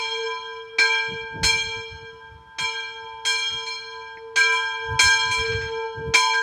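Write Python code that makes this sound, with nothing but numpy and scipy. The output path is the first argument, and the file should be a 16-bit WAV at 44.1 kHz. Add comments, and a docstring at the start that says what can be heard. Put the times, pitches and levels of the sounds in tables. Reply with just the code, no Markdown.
"""A church bell is already ringing in its steeple, over a faint hush of traffic. The clapper strikes in
uneven pairs, bounces and rattles; the swing beams the partials towards and away from the listener, and
belfry and walls scatter the ring. From about 1 s, puffs of wind rumble on the microphone, then ease.
A small tick sounds close by at 4.2 s. From 4.9 s the wind returns, and the bell rings on to the end."""
import sys
import numpy as np
from scipy import signal
from scipy.fft import rfft, irfft, next_fast_len
from scipy.io import wavfile
from scipy.ndimage import map_coordinates

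SR = 44100
rng = np.random.default_rng(int(sys.argv[2]) if len(sys.argv) > 2 else 0)


def dump_mix(stems):
    """Bounce the given channels to the path in sys.argv[1] as a 16-bit WAV at rate SR."""
    frames = np.atleast_2d(stems).T  # one column per channel
    limited = np.clip(frames, -1, 1)  # hard clip at full scale
    pcm = np.round(limited * 32767).astype(np.int16)
    wavfile.write(sys.argv[1], SR, pcm)


N = 283122
BLOCK = 49  # samples per envelope step
TIME_S = np.arange(N) / SR
SLOW_S = TIME_S[::BLOCK]
TOP_HZ = 15780


# Each entry: a frequency in Hz at which a blow's colour is set.
COLOUR_BANDS_HZ = [1005, 1595, 2346, 3234, 4210, 6000]
# Clapper blows. Each row: start in seconds, level in dB, extra dB at each of the six colour bands,
# extra dB for the clank.
CLAPPER_BLOWS = [(-.37, -5.5, 1, -6, -11.5, 13, 11, 12.5, 0), (-.05, -4, 1.5, -5, 0.5, -3, -9.5, -13, -8),
                 (0.784, -5, -4, 6, 4, -5.5, -2, -6, 4.5), (.915, -29.5, 0, -3, 22, 23, 0, -4, -5),
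                 (1.431, -3.5, 0.5, 3, 7, 7, 5, 4.5, 3), (2.584, -9, 3, 4, 1.5, 2.5, -2.5, -4.5, 0.5),
                 (3.25, -8.5, -1, 2, 2, 7.5, 2.5, 4, -0.5), (3.661, -26.5, 13.5, -10, 9, -2, 12.5, 3.5, 5),
                 (4.358, -5, 6, 11, 6, 5.5, 1, -1.5, 2), (4.520, -28, 32.5, -1, -5, 19, -15, 12, 3.5),
                 (4.991, -4, 3.5, 7.5, 3.5, 8, 4.5, 6.5, 5), (5.31, -7, -1, -5, 2, -0.5, -1, -2.5, -7),
                 (6.138, -5, 9, -3.5, 7, 8, 3, 4, 9.5), (6.333, -17.5, 0, 22, -6, -13, -6, -7, 4)]

def blow_levels(hz):
    """Level in dB that each blow puts in at one frequency: no two contacts have the same colour."""
    return np.array([db + np.interp(hz, COLOUR_BANDS_HZ, colour) for _, db, *colour, _ in CLAPPER_BLOWS])

def ring_down(levels_db, t60_s, rise_s):
    """Envelope of all blows: their energies add and die away."""
    starts_s = np.array(CLAPPER_BLOWS)[:, :1]
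    age_s = np.maximum(SLOW_S - starts_s, 0)
    rings = amp(levels_db[:, None] - 60 * age_s / t60_s) * (1 - np.exp(-age_s / rise_s))
    return np.sqrt(np.sum(rings ** 2, axis=0))


# Tierce and nominal. Each row: frequency in Hz, level in dB, t60 in seconds, swell in dB,
# time of a crest in seconds.
LOW_PARTIALS = [(1005.4, -30, 3.23, 1.6, .7), (1597, -25, 2.47, 3, 0.62)]

def low_partials():
    """The long partials ring from blow to blow, swell with the swing and beat against their echoes."""
    envelopes = []
    for hz, db, t60_s, swell_db, crest_s in LOW_PARTIALS:
        ring = ring_down(db + blow_levels(hz), t60_s, rise_s=0.017)
        envelopes.append(ring * beam(swell_db, crest_s) * beating(hz, echo_gain=0.86))
    return tones([hz for hz, *_ in LOW_PARTIALS], envelopes)


# Upper bell modes. Each row: frequency in Hz, relative level in dB, t60 in seconds.
UPPER_PARTIALS = [(1344, -42, 3), (2164, -38, 0.8), (2312, -30, 0.8), (2346, -20, 1.4), (2918, -40, 1.8),
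                  (3234, -23.5, 1.6), (3806, -45, 1.2), (3930, -42, 1.2), (4064, -45, 1.7),
                  (4151, -37, 1.2), (4209, -22.5, 1.15), (5275, -24.5, 1.25), (5453, -45, 1.1),
                  (5545, -46, 1.1), (5943, -39, 1.1), (6164, -47, 1.1), (6385, -31, 1.05),
                  (6418, -28.5, 1.05), (6659, -48, 1.1), (6848, -51, 1.0), (7178, -45, 1.0),
                  (7571, -34, 1.0), (7747, -47, 1.0), (8393, -51, 0.9), (8489, -49, 0.9), (8760, -43, 0.9),
                  (9442, -52, 0.9), (9620, -52, 0.9), (9960, -48, 0.9), (10958, -53, 0.8),
                  (12010, -55, 0.8), (12688, -60, 0.7), (13130, -60, 0.7), (13927, -63, 0.7),
                  (14815, -64, 0.7)]

def upper_partials(gain_db=-1.5):
    """The bright part of each stroke flutters as it fades; all its modes share one swell."""
    rings = [ring_down(gain_db + db + blow_levels(hz), t60_s, rise_s=0.0015) * echo_flutter(hz)
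             for hz, db, t60_s in UPPER_PARTIALS]
    swell = beam(swell_db=1, crest_s=0.63)
    return tones([hz for hz, *_ in UPPER_PARTIALS], np.array(rings) * swell)


# Envelopes of the hum and the prime. Each row: time in seconds, level in dB.
HUM_DB = [(0, -39.5), (.25, -30), (.39, -43.5), (.8, -37), (1.35, -42.5), (1.6, -36), (2.2, -49),
          (2.53, -65.5), (2.62, -44), (4.2, -46.5), (4.45, -32), (4.66, -50), (4.9, -36), (5.2, -47.5),
          (5.5, -30.5), (6.13, -33), (6.19, -39), (6.42, -39)]
PRIME_DB = [(0.0, -41), (0.12, -30), (0.68, -70), (0.82, -27.5), (1.12, -49.5), (1.52, -38), (1.86, -45),
            (2.54, -57.5), (2.65, -42), (4.35, -49.5), (4.86, -31), (5.58, -47.5), (5.87, -34.5),
            (5.92, -49), (6.31, -22.5), (6.42, -41)]

def hum_and_prime(hum_hz=451.15, prime_hz=893.5):
    """The two deepest partials carry on through the blows; the hum is a close mode pair that warbles."""
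    twin_gain, warble_hz, dip_s = 0.5, 3.24, 0.389
    warble = unit(1 - twin_gain * np.exp(2j * np.pi * warble_hz * (SLOW_S - dip_s)))
    hum = amp(curve(HUM_DB, SLOW_S)) * warble * beating(hum_hz, echo_gain=0.18)
    prime = amp(curve(PRIME_DB, SLOW_S)) * beating(prime_hz, echo_gain=0.5)
    return tones([hum_hz, prime_hz], [hum, prime])


# Contour of the weak modes. Each row: frequency in Hz, relative level in dB.
SHIMMER_SPECTRUM = [(1800, -32.5), (2400, 13), (2800, -7), (3600, -25.5), (4200, 9), (4800, -8), (6400, 6),
                    (8500, 2), (11000, -11.5), (15800, -27)]

def shimmer(count=100, gain_db=-39, t60_s=0.27, lowest_hz=1800):
    """Each blow excites a crowd of weak, short partials between the strong ones."""
    pitches_hz = lowest_hz + (TOP_HZ - lowest_hz) * (np.arange(count) + rng.random(count)) / count
    levels_db = gain_db + along(SHIMMER_SPECTRUM, pitches_hz) + 3 * rng.standard_normal(count)
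    envelopes = [ring_down(db + blow_levels(hz), t60_s, rise_s=0.018) * echo_flutter(hz)
                 for hz, db in zip(pitches_hz, levels_db)]
    return tones(pitches_hz, envelopes)


# Gain of the ring as the microphone is turned about. Each row: time in seconds, gain in dB.
RING_GAIN_DB = [(0, -4), (.18, 4), (1.05, 2.5), (1.35, -5.5), (2.45, -6.5), (2.65, 3), (3.2, -1.5),
                (3.75, 5), (4.3, 1), (4.8, -1.5), (5.5, 0.5), (5.8, 2.5), (6.4, -1)]

def beam(swell_db, crest_s, swing_s=1.785):
    """Gain towards the listener: the bell's mouth sweeps past twice in every swing."""
    sweep = np.cos(4 * np.pi * (SLOW_S - crest_s) / swing_s)
    return amp(curve(RING_GAIN_DB, SLOW_S) + swell_db * sweep)

def echo(rate_hz):
    """An echo of the moving bell wanders in strength and phase."""
    rate_hz = min(rate_hz, 300)
    return wobble(rate_hz) + 1j * wobble(rate_hz)

def beating(hz, echo_gain, drift_s=0.00004):
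    """A low partial beats against its echoes; the bell's motion adds a slight Doppler drift."""
    reflection = echo_gain * echo(0.009 * hz)
    scatter = amp(-17) * echo(0.089 * hz)
    doppler = np.exp(2j * np.pi * hz * drift_s * wobble(8))
    return unit(1 + reflection + scatter) * doppler

def echo_flutter(hz):
    """Direct sound plus echoes that the swing shifts in pitch: higher partials flutter faster."""
    capped_hz = min(hz, 5000)
    walls = 0.5 * echo(0.008 * capped_hz)
    steeple = 0.42 * echo(0.025 * capped_hz)
    scatter = amp(-22) * echo(0.099 * capped_hz)
    return unit(1 + walls + steeple + scatter)


# Iron on the rim, and the duller fittings. Each row: frequency in Hz, relative density in dB.
CLANK_SPECTRUM = [(100, -32), (300, -8.5), (650, -11.5), (950, 1), (1200, -10), (1550, 5), (1850, -5),
                  (2330, 11), (2800, -8.5), (4200, -2.5), (6500, -7), (9000, -43), (11000, -49),
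                  (15800, -48)]
FITTINGS_SPECTRUM = [(200, -24), (700, -11), (1100, -4), (2300, 0), (3200, -7), (5500, -17), (9000, -32),
                     (15000, -55)]

def clank():
    """The clapper's contact: a short crash, and its duller wash in the belfry."""
    _, blow_db, *_, clank_db = np.transpose(CLAPPER_BLOWS)
    crash_envelope = ring_down(blow_db + clank_db - 17.5, t60_s=0.15, rise_s=0.0019)
    wash_envelope = ring_down(blow_db - 38.5, t60_s=1.0, rise_s=0.011)
    crash = noise(CLANK_SPECTRUM) * np.interp(TIME_S, SLOW_S, crash_envelope)
    wash = noise(FITTINGS_SPECTRUM) * np.interp(TIME_S, SLOW_S, wash_envelope)
    return crash + wash


# Knocks of the clapper and its fittings. Each row: start in seconds, level in dB.
KNOCKS = [(.948, -39.5), (1.04, -57), (1.558, -62), (3.5, -46.5), (5.382, -40), (5.45, -42), (5.519, -38.5),
          (5.611, -38.5), (5.68, -50)]

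def rattle():
    """Loose iron knocks while the bell swings."""
    return noise(FITTINGS_SPECTRUM) * sum(burst(start_s, db, t60_s=0.25) for start_s, db in KNOCKS)


# Belfry decay. Each row: frequency in Hz, t60 in seconds.
BELFRY_T60_S = [(200, 1), (2000, 1), (12000, 0.085)]

def belfry(sound):
    """Steeple and walls answer with a short diffuse tail."""
    hz, age_s, spectrum = signal.stft(rng.standard_normal(SR // 2), SR, nperseg=256)
    decay = amp(-60 * age_s / along(BELFRY_T60_S, hz)[:, None])
    _, tail = signal.istft(spectrum * decay, SR, nperseg=256)
    return signal.fftconvolve(sound, tail / np.linalg.norm(tail))[:N]


# Breeze between puffs. Each row: time in seconds, level in dB.
BREEZE_DB = [(1, -69.5), (1.45, -48), (2.2, -56.5), (2.9, -63), (4.7, -69.5), (4.9, -43), (5.15, -51),
             (5.5, -45), (5.78, -43.5), (5.9, -87)]
# Puffs. Each row: peak time in seconds, rumble level in dB, flutter level in dB.
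WIND_PUFFS = [(1.125, -46, -36), (1.373, -53, -31.5), (1.435, -31, -34), (1.555, -44, -46),
              (1.67, -42.5, -64), (1.945, -41.5, -58), (2.345, -46.5, -59), (2.625, -53, -47.5),
              (3.546, -44.5, -51), (4.924, -27, -52), (5.06, -41, -47), (5.29, -44, -44.5),
              (5.405, -34, -45), (5.565, -34.5, -51), (5.66, -34.5, -55), (5.997, -42, -35),
              (6.084, -31.5, -34.5)]
# Wind rumble and flutter. Each row: frequency in Hz, relative density in dB.
RUMBLE_SPECTRUM = [(15, -53), (30, -35), (45, -14.5), (65, -0.5), (100, -1.5), (135, -8), (200, -34),
                   (400, -66)]
FLUTTER_SPECTRUM = [(60, -34), (110, -2), (150, 0), (220, -9.5), (330, -14.5), (600, -24), (1200, -53.5),
                    (3000, -72)]

def wind(rise_s=0.021, fall_s=0.022, breeze_flutter_db=-5.5):
    """Eddies hit the microphone in lumps over a light breeze: deep rumble, lighter flutter on top."""
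    eddies = unit(amp(5 * np.interp(TIME_S, SLOW_S, wobble(25))))
    breeze = amp(curve(BREEZE_DB, TIME_S)) * eddies
    rumble, flutter = breeze, breeze * amp(breeze_flutter_db)
    for peak_s, rumble_db, flutter_db in WIND_PUFFS:
        width_s = np.where(TIME_S < peak_s, rise_s, fall_s)
        puff = np.exp(-0.5 * ((TIME_S - peak_s) / width_s) ** 2)
        rumble = rumble + amp(rumble_db) * puff
        flutter = flutter + amp(flutter_db) * puff
    return rumble * noise(RUMBLE_SPECTRUM) + flutter * noise(FLUTTER_SPECTRUM)


def tick():
    """One small dry tick close by."""
    spectrum_hz_db = [(200, -13), (1300, -25), (1800, -1), (2300, -1), (3000, -60), (12000, -52)]
    return burst(start_s=4.171, db=-36, t60_s=0.059) * noise(spectrum_hz_db)


# Traffic hush. Each row: frequency in Hz, relative density in dB.
TRAFFIC_SPECTRUM = [(25, -36.5), (40, -11.5), (65, 5.5), (130, -3), (300, -10), (700, -10.5), (1200, -6.5),
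                    (2500, -18.5), (5000, -24), (9000, -32), (15000, -44)]

def traffic():
    """Far traffic blends into a steady hush."""
    return amp(-60.5) * noise(TRAFFIC_SPECTRUM)


def amp(db):
    return 10 ** (np.asarray(db) / 20)

def unit(x):
    """Scale to rms 1."""
    return x / np.sqrt(np.mean(np.abs(x) ** 2) + 1e-20)

def along(rows, hz):
    """Interpolate (Hz, value) rows on a log frequency axis."""
    knots_hz, values = np.transpose(rows)
    return np.interp(np.log(hz + 1), np.log(knots_hz + 1), values)

def curve(rows, time_s):
    """Interpolate (seconds, value) rows linearly."""
    return np.interp(time_s, *np.transpose(rows))

def wobble(rate_hz):
    """Smooth random curve on the slow clock, rate_hz knots a second."""
    return map_coordinates(rng.standard_normal(size=2048), [SLOW_S * rate_hz + 2], mode="mirror")

def filtered(x, response):
    """Apply a gain given as a function of Hz."""
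    size = next_fast_len(N + SR // 2)
    return irfft(rfft(x, size) * response(np.fft.rfftfreq(size, 1 / SR)), size)[:N]

def noise(spectrum):
    """Coloured noise of rms 1."""
    return unit(filtered(rng.standard_normal(N), lambda hz: amp(along(spectrum, hz))))

def burst(start_s, db, t60_s, rise_s=0.00089):
    """Envelope of one knock."""
    age_s = np.maximum(TIME_S - start_s, 0)
    return amp(db - 60 * age_s / t60_s) * (1 - np.exp(-age_s / rise_s))

def tones(hz, envelopes):
    """Sum of sines that follow complex rms envelopes, ramped across each block."""
    spin = 2j * np.pi * np.array(hz)[:, None]
    carrier = np.exp(spin * SLOW_S + 2j * np.pi * rng.random(spin.shape))
    in_block = np.exp(spin * TIME_S[:BLOCK])
    slope = np.diff(envelopes, append=0) / BLOCK
    held = (carrier * envelopes).T @ in_block
    ramped = (carrier * slope).T @ (in_block * np.arange(BLOCK))
    return np.sqrt(2) * (held + ramped).real.ravel()[:N]


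def scene():
    """The bell in its belfry, a tick, wind and far traffic."""
    low = hum_and_prime() + low_partials()
    bright = shimmer() + upper_partials()
    reverb = belfry(amp(-13) * bright + amp(-18) * low)
    return low + bright + reverb + clank() + rattle() + tick() + wind() + traffic()

def record(dry):
    """One channel, cut off above TOP_HZ."""
    return filtered(dry, lambda hz: hz < TOP_HZ)[None]


dry = scene()
out = record(dry)
dump_mix(out)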